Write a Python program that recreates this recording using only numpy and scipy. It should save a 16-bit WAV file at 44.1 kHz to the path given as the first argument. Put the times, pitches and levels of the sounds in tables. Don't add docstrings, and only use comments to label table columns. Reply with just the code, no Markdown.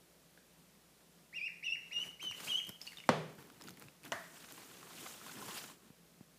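import sys
import numpy as np
from scipy import signal
from scipy.io import wavfile
from scipy.ndimage import uniform_filter1d

SR = 44100
rng = np.random.default_rng(int(sys.argv[2]) if len(sys.argv) > 2 else 0)


def file_out(sig):
    cols = np.atleast_2d(sig).T
    lim = np.clip(cols, -1, 1)
    pcm = np.round(lim * 32767).astype(np.int16)
    wavfile.write(sys.argv[1], SR, pcm)


def gain_from_db(level_db):
    decades = np.asarray(level_db, float) / 20
    return 10 ** decades


N = 281622

# pitch_hz, t60_s
ROOM_DECAY = [(100, 0.48), (260, 0.69), (700, 0.49), (1840, 0.55), (3000, 0.49), (6000, 0.56),
              (12000, 0.54)]
# pitch_hz, level_db (per Hz)
HUSH_COLOUR = [(18, -53.5), (30, -29), (64, -18.5), (85, -27.5), (168, -5), (230, -10.5), (561, -13),
               (830, -18), (897, -18.5), (1970, -21), (3400, -21.5), (12900, -25), (15500, -29.5)]

# start_s, peak_db, pitch_hz
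DRIPS = [(.3755, -45.5, 1640), (2.7654, -53, 2980), (2.8084, -51, 2160), (2.815, -30.5, 5320),
         (2.8684, -33, 4570), (2.8744, -30.5, 2840), (2.9203, -39, 2130), (2.9324, -41, 1900),
         (2.9716, -35, 3650), (2.9844, -36, 2970), (3.0021, -36, 2900), (3.0385, -39, 2250)]
# start_s, peak_db, pitch_hz
SCRAPES = [(4.0622, -43, 1330), (4.579, -43.5, 1130), (4.8296, -40.5, 1120), (4.909, -43, 1140),
           (4.9844, -42.5, 2870), (5.039, -46, 1010), (5.0844, -49, 3850), (5.2142, -40, 1300),
           (5.2641, -38.5, 1070), (5.2943, -38.5, 1450), (5.369, -42.5, 1760), (5.4244, -35, 1040),
           (5.482, -39, 1210), (5.5186, -41.5, 1120), (5.5453, -38.5, 7000), (5.5794, -35.5, 5000),
           (5.6993, -44, 1070), (5.416, -39, 1400), (5.64, -43, 1400)]
# start_s, peak_db, pitch_hz
TICKS = [(3.443, -56, 2340), (3.502, -42, 1430), (3.5982, -51, 4200), (3.6174, -53, 3020),
         (3.6213, -39, 5150), (3.6403, -44, 6850), (3.6716, -42, 2800), (3.6757, -41, 4890),
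         (3.684, -38, 1330), (3.7065, -43, 5170), (3.7394, -47, 4420), (3.774, -43, 2210),
         (3.8398, -45, 2580), (3.8846, -39.5, 2640), (4.0392, -40, 2530)]

# start_s, length_s, level_db, push_db (extra mostly toward the end), overtone_db
PEEPS = [
    (1.325, .162, -42.5, 9, -.5),
    (1.624, .138, -37.3, 1, -.5),
    (1.908, .138, -39, -4, 2),
    (2.193, .137, -42.5, 2, 5),
    (2.468, .137, -35, -5, 0),
]
# scoop_s, first_top_hz, sag_hz, last_top_hz
TUNES = [
    (.04, 2800, 2350, 2794),
    (.028, 2927, 2630, 2876),
    (.028, 2905, 2810, 3030),
    (.033, 3160, 3030, 2870),
    (.029, 3234, 2900, 3242),
]
EFFORT_DB = [-13.5, -6.5, 0, -1, -4.5, -14]
SECOND_DB = [-21, -12, -26, -21, -15, -28]
PUSH_SHARE = [0, .15, 0, 0, .3, 1]
HUSK_DB = [3, 5, 1, -2, -5, -5]

# peak_s, swell_s, fade_s, peak_db, brightness_db
STROKES = [(2.065, .25, .09, -60.5, -1), (2.24, .035, .09, -57, -3), (2.41, .08, .1, -54, -1),
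           (2.465, .2, .25, -54, 1.5), (2.69, .06, .04, -59, -3), (2.82, .03, .5, -69, 6),
           (3.075, .06, .02, -66, 0), (3.3, .05, .08, -64, -12), (3.39, .03, .25, -61, -13),
           (3.69, .3, .1, -61, -13), (3.82, .1, .15, -61, -9), (4.05, .03, .12, -56, -8),
           (4.16, .05, .15, -66, -18), (5.4, .15, .08, -55.5, -6), (5.5, .8, .3, -62, -16),
           (5.88, .2, .03, -70, -12)]
# time_s, pressure_db, brightness_db
DRAG = [
    (4.13, -70, 3),
    (4.34, -65, 0),
    (4.57, -62, 0),
    (4.85, -63, -1),
    (5.09, -57, 2),
    (5.19, -61, 0),
    (5.44, -59, 2),
    (5.58, -57, 4.5),
    (5.72, -63, 0),
    (5.765, -78, 0),
]
# offset_db, brightness_share
WEAVE = [(-1.5, -.55), (-.5, .2), (-6.3, .8), (-.5, 1.1)]
# pitch_hz, level_db (per Hz)
RUMBLE_COLOUR = [(60, -25.5), (110, -8), (160, -2.5), (260, -3), (450, -9), (700, -29.5)]
BODY_COLOUR = [(350, -23), (550, 2.5), (1050, 1.5), (1500, 2.5), (2200, -3.5), (2900, -3.5), (4000, -26),
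               (6000, -33.5)]
SHEEN_COLOUR = [(1200, -16.5), (2200, -3), (3200, 2.5), (5000, -1.5), (6500, -7.5), (9000, -22.5)]
HISS_COLOUR = [(3000, -26), (5500, 0), (7200, 3.5), (10000, 0.5), (15500, -3)]
# start_s, peak_db, brightness_db (per octave)
SNAPS = [(2.0274, -49, 0), (2.2285, -37, -4.5), (2.246, -46, -5), (2.3124, -35, -2), (2.4047, -35, -0.5),
         (2.6497, -37.5, -1), (2.6708, -35, 2), (2.6925, -27, 0), (2.815, -43, 0), (2.8744, -48, 5),
         (2.9836, -47, 6)]
# start_s, peak_db, brightness_db (per octave)
CREAKS = [(3.3294, -51, 3), (3.3538, -48.5, 1), (3.4263, -46, -3), (3.472, -50.5, 4), (3.4883, -52, 0),
          (3.5004, -46, -8), (3.5214, -48, 2), (3.5458, -50.5, -8), (3.6124, -39, -3.5), (3.6391, -40, 0),
          (3.6857, -39, -3), (3.6928, -38, -2), (3.706, -38, 3), (3.7716, -41.5, 0), (3.7972, -35, 7),
          (3.8232, -37, -3.5), (3.8654, -55, 2.5), (4.034, -42, 0), (4.052, -39, 2.5), (4.079, -41, 1),
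          (4.5232, -35.5, 0), (5.4834, -36, 0)]

# start_s, peak_db, pitch_hz
BUMPS = [(2.3, -47, 110), (2.695, -37.5, 190), (3.066, -54, 269), (3.383, -42.5, 185), (3.708, -44, 161),
         (3.866, -47, 156), (4.14, -48, 100), (5.903, -43, 227), (6.209, -40, 228)]

# start_s, peak_db, crack_db
KNOCKS = [
    (3.0908, -7, -14),
    (4.1205, -27, 0),
]
# first_pitch_hz, fall_s, t60_s
BENDS = [
    (1800, .0011, .011),
    (1100, .008, .014),
]
# pitch_hz, level_db
CRACK_COLOURS = [
    [(59, -38.5), (100, -3), (607, -5), (1460, -28.5), (1730, -12), (2230, -9), (3180, -21), (3390, -16),
     (5720, -17.5), (15000, -43.5)],
    [(120, -14), (200, -14), (647, -7), (1430, -20.5), (2800, -5), (5170, -17), (6300, -2), (8570, -21.5),
     (12500, -32), (15000, -23)],
]
# pitch_hz, level_db, t60_s
RINGS = [
    [(156, -27, .5), (247.5, -18, 0.06), (460, -31, 0.14)],
    [(673, -6, 0.065), (1384, -17, 0.059), (1825, -26, 0.18), (2900, -4, 0.013)],
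]
TAIL_DB = [-8.5, -18]
# pitch_hz, level_db
TAIL_COLOURS = [
    [(59, -57), (100, -27.5), (155, -5), (320, -22), (353, -12), (507, -10.5), (1130, -18), (1300, -21),
     (3070, -26), (12000, -52), (15600, -87), (22000, -120)],
    [(120, -42), (200, -12), (496, -23), (641, -0.5), (829, -13), (919, -6), (1270, -9), (1890, -3.5),
     (2440, -18.5), (12000, -31), (15600, -53), (22000, -120)],
]


def evened(x):
    return x / np.sqrt(np.mean(x ** 2) + 1e-20)


def read(points, hz):
    f, value = np.transpose(points)
    return np.interp(np.log(hz + 1), np.log(f + 1), value)


def add(mix, start_s, sound):
    part = mix[round(start_s * SR):][:len(sound)]
    part += sound[:len(part)]


def decay(t, t60):
    return gain_from_db(-60 * t / t60)


def ring(hz, t60, size=2000):
    t = np.arange(size) / SR
    return np.sin(2 * np.pi * hz * t) * decay(t, t60)


def click(points, size=1024):
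    log_gain = np.log(gain_from_db(read(points, abs(np.fft.fftfreq(size, 1 / SR)))))
    pulse = np.fft.ifft(np.exp(np.conj(signal.hilbert(log_gain)))).real
    return pulse[:size // 2] / abs(pulse).max()


def noise(points, patchy_db, flicker_db, size):
    hz, frames = np.fft.rfftfreq(size, 1 / SR), 4 * N // size + 5
    a, b, patches = rng.standard_normal((frames, len(hz), 3)).T
    patches = uniform_filter1d(patches, size=6, axis=0)
    patches = evened(uniform_filter1d(patches, size=8, axis=1))
    flicker = evened(uniform_filter1d(rng.standard_normal(frames), size=4))
    level_db = read(points, hz)[:, None] + patchy_db * patches + flicker_db * flicker
    spectra = (a + 1j * b) * gain_from_db(level_db)
    return evened(signal.istft(spectra, nperseg=size, noverlap=3 * size // 4)[1][:N])


def room(x, wet_db):
    taps = np.zeros(SR)
    at = np.arange(120, SR - 20, 20)
    taps[at + rng.integers(0, 20, len(at))] = rng.choice([-1., 1.], len(at))
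    hz, t, spectra = signal.stft(taps, SR, nperseg=256)
    tail = signal.istft(spectra * decay(t, read(ROOM_DECAY, hz)[:, None]), SR, nperseg=256)[1]
    tail *= 1 + 3.0 * decay(np.arange(len(tail)) / SR, 0.034)
    return signal.fftconvolve(x, gain_from_db(wet_db) * tail / np.linalg.norm(tail))[:N]


def hush():
    hum = gain_from_db(-83.5) * np.sqrt(2) * np.sin(2 * np.pi * 60 * np.arange(N) / SR)
    air_hz, air_width_hz = 167.9, 7
    peak = signal.iirpeak(air_hz, air_hz / air_width_hz, SR)
    air = gain_from_db(-72.5) * evened(signal.lfilter(*peak, rng.standard_normal(N)))
    return gain_from_db(-66) * noise(HUSH_COLOUR, patchy_db=0.68, flicker_db=0.22, size=2048) + air + hum


def drops(rows, t60, tick_db, start_share, wet_db):
    out, t = np.zeros(N), np.arange(2000) / SR
    for start_s, db, hz in rows:
        tick = uniform_filter1d(rng.standard_normal(2000), size=12) * gain_from_db(tick_db + 13) * decay(t, 0.0059)
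        rising_hz = hz * (1 - (1 - start_share) * np.exp(-t / 0.00056))
        turn = 2 * np.pi * np.cumsum(rising_hz) / SR
        bubble = np.sin(turn) * decay(t, t60) * (1 - np.exp(-t / 0.00075))
        add(out, start_s, gain_from_db(db) * (1.01 * bubble + tick * np.cos(turn)))
    return out + room(out, wet_db)


def peep(length, db, push_db, overtone_db, scoop, top_hz, sag_hz, last_hz):
    held = length - scoop - .017
    turns_s = np.array([0, scoop, scoop + .34 * held, scoop + .62 * held, scoop + held, length])
    lift_hz = sag_hz + .3 * (last_hz - sag_hz)
    pitch_hz = [.6 * top_hz, top_hz, sag_hz, lift_hz, last_hz, 1480]
    t = np.arange(0, length, 1 / SR)
    waver, husk = rng.standard_normal((2, len(t)))

    def follow(values):
        return np.interp(t, turns_s, values)

    places = np.arange(len(turns_s))
    step, part = np.divmod(follow(places), 1)
    eased = .5 - .5 * np.cos(np.pi * part)
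    eased = np.where(step == 0, np.sin(np.pi / 2 * part), eased)
    eased = np.where(step == len(places) - 2, 1 - np.cos(np.pi / 2 * part), eased)
    hz = np.interp(step + eased, places, pitch_hz)
    hz *= 1 + 0.0064 * evened(uniform_filter1d(waver, size=200))
    turn = 2 * np.pi * np.cumsum(hz) / SR
    side_turn = 2 * np.pi * np.cumsum(hz + 802) / SR

    upper = gain_from_db(-16.5) * (np.sin(3 * turn) + 0.61 * np.sin(4 * turn))
    overtones = gain_from_db(overtone_db + follow(SECOND_DB)) * (np.sin(2 * turn) + upper)
    tone = np.sin(turn) + overtones
    husk = evened(uniform_filter1d(husk, size=70))
    husky = gain_from_db(-26 + overtone_db + follow(HUSK_DB)) * (husk + .5) * np.sin(side_turn)
    husky *= signal.windows.tukey(len(t), .4)
    level = np.sqrt(2) * gain_from_db(db + follow(EFFORT_DB) + push_db * follow(PUSH_SHARE))
    level *= signal.windows.tukey(len(t), .08)
    return level * tone, level * husky


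def duckling():
    voice, husk = np.zeros((2, N))
    for (start_s, *force), tune in zip(PEEPS, TUNES):
        tone, husky = peep(*force, *tune)
        add(voice, start_s, tone)
        add(husk, start_s, husky)
    low_pass = signal.butter(3, 2050, fs=SR, output="sos")
    spill = gain_from_db(4) * signal.sosfiltfilt(low_pass, voice)
    return voice + room(voice + spill, -2.6) + husk


def grains(low_hz, high_hz, cycles):
    size = gain_from_db(2.8 * np.minimum(rng.exponential(1, N), 4)) * (rng.random(N) < 240 / SR)
    kind = rng.integers(0, 8, N)
    out = np.zeros(N)
    for k, hz in enumerate(np.geomspace(low_hz, high_hz, num=8)):
        out += signal.oaconvolve(size * (kind == k), ring(hz, cycles / hz))[:N]
    return evened(out)


def cloth():
    t = np.arange(N) / SR
    drag_s, drag_db, drag_bright = np.transpose(DRAG)
    moves = [(np.interp(t, drag_s, drag_db, -120, -120), np.interp(t, drag_s, drag_bright))]
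    for peak_s, swell, fade, db, bright in STROKES:
        moves.append((db - 20 * np.maximum((peak_s - t) / swell, (t - peak_s) / fade), bright))
    rumble = noise(RUMBLE_COLOUR, 2.9, 1.1, size=1024)
    body = noise(BODY_COLOUR, 2.2, 0.8, size=256) + gain_from_db(-7.5) * grains(640, 2500, cycles=2.7)
    sheen = noise(SHEEN_COLOUR, 2.4, 1.0, size=256) + gain_from_db(-7.5) * grains(2190, 6000, cycles=5.3)
    hiss = noise(HISS_COLOUR, 2.0, 1.2, size=256) + gain_from_db(-11.5) * grains(7000, 14000, cycles=4.2)
    judder = gain_from_db(2.2 * evened(uniform_filter1d(rng.standard_normal(N), size=500)))
    layers = rumble, body * judder, 1.88 * sheen * judder, 1.3 * hiss
    out = np.zeros(N)
    for layer, (offset_db, share) in zip(layers, WEAVE):
        levels = [gain_from_db(db + offset_db + share * bright) for db, bright in moves]
        out += layer * np.max(levels, axis=0)
    return out


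def snaps():
    out, t = np.zeros(N), np.arange(300) / SR
    for start_s, db, tilt_db in SNAPS + CREAKS:
        tilt_db = np.clip(tilt_db, -5, 6)
        crackle = rng.standard_normal(300) * decay(t, 0.004)
        snap = np.convolve(crackle, click([(200, -36), (1000, -3 * tilt_db), (16000, tilt_db)]))
        add(out, start_s, gain_from_db(db) * snap / abs(snap).max())
    return out + room(out, -10)


def bumps():
    out = np.zeros(N)
    for start_s, db, hz in BUMPS:
        add(out, start_s, gain_from_db(db) * (1.13 * ring(hz, 4.1 / hz) + 0.38 * ring(3.4 * hz, 0.0043)))
    return out


def knocks():
    out, blows, t = np.zeros(N), np.zeros(N), np.arange(2000) / SR
    rows = zip(KNOCKS, BENDS, CRACK_COLOURS, RINGS, TAIL_DB, TAIL_COLOURS)
    for (start_s, db, crack_db), (first_hz, fall, bend_t60), colour, modes, tail_db, tail in rows:
        turn = 2 * np.pi * np.cumsum(first_hz / (1 + t / fall)) / SR
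        bend = np.sin(turn) * decay(t, bend_t60) * (1 - np.exp(-t * 3500))
        pulse = click(colour)
        pulse = pulse - 0.32 * np.roll(pulse, 1)
        crack = np.convolve(rng.standard_normal(2000) * decay(t, 0.01), pulse)
        add(out, start_s, gain_from_db(db) * bend)
        add(out, start_s, gain_from_db(db + crack_db) * crack / abs(crack).max())
        for hz, mode_db, t60 in modes:
            add(out, start_s, gain_from_db(db + mode_db) * ring(hz, t60, size=25000))
        add(blows, start_s, gain_from_db(tail_db) * click(tail))
    return out + room(blows, 0)


def scene():
    drips = drops(DRIPS, t60=.012, tick_db=-11, start_share=.8, wet_db=-3)
    scrapes = drops(SCRAPES, t60=.014, tick_db=-6, start_share=.88, wet_db=-4)
    ticks = drops(TICKS, t60=.008, tick_db=-9, start_share=.88, wet_db=-22)
    near = drips + scrapes + ticks + duckling() + cloth() + snaps() + bumps() + knocks()
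    port = signal.butter(4, 95, "high", fs=SR, output="sos")
    mono = signal.sosfilt(port, near) + hush()
    return np.array([mono, mono])


def top_cut(x):
    return signal.sosfilt(signal.butter(12, 16130, fs=SR, output="sos"), x)


def record(dry):
    low_pass = signal.firwin(511, 15500, window=("kaiser", 9), fs=SR)
    limited = signal.oaconvolve(dry, low_pass[None], "same")
    return top_cut(limited)


dry = scene()
out = record(dry)
file_out(out)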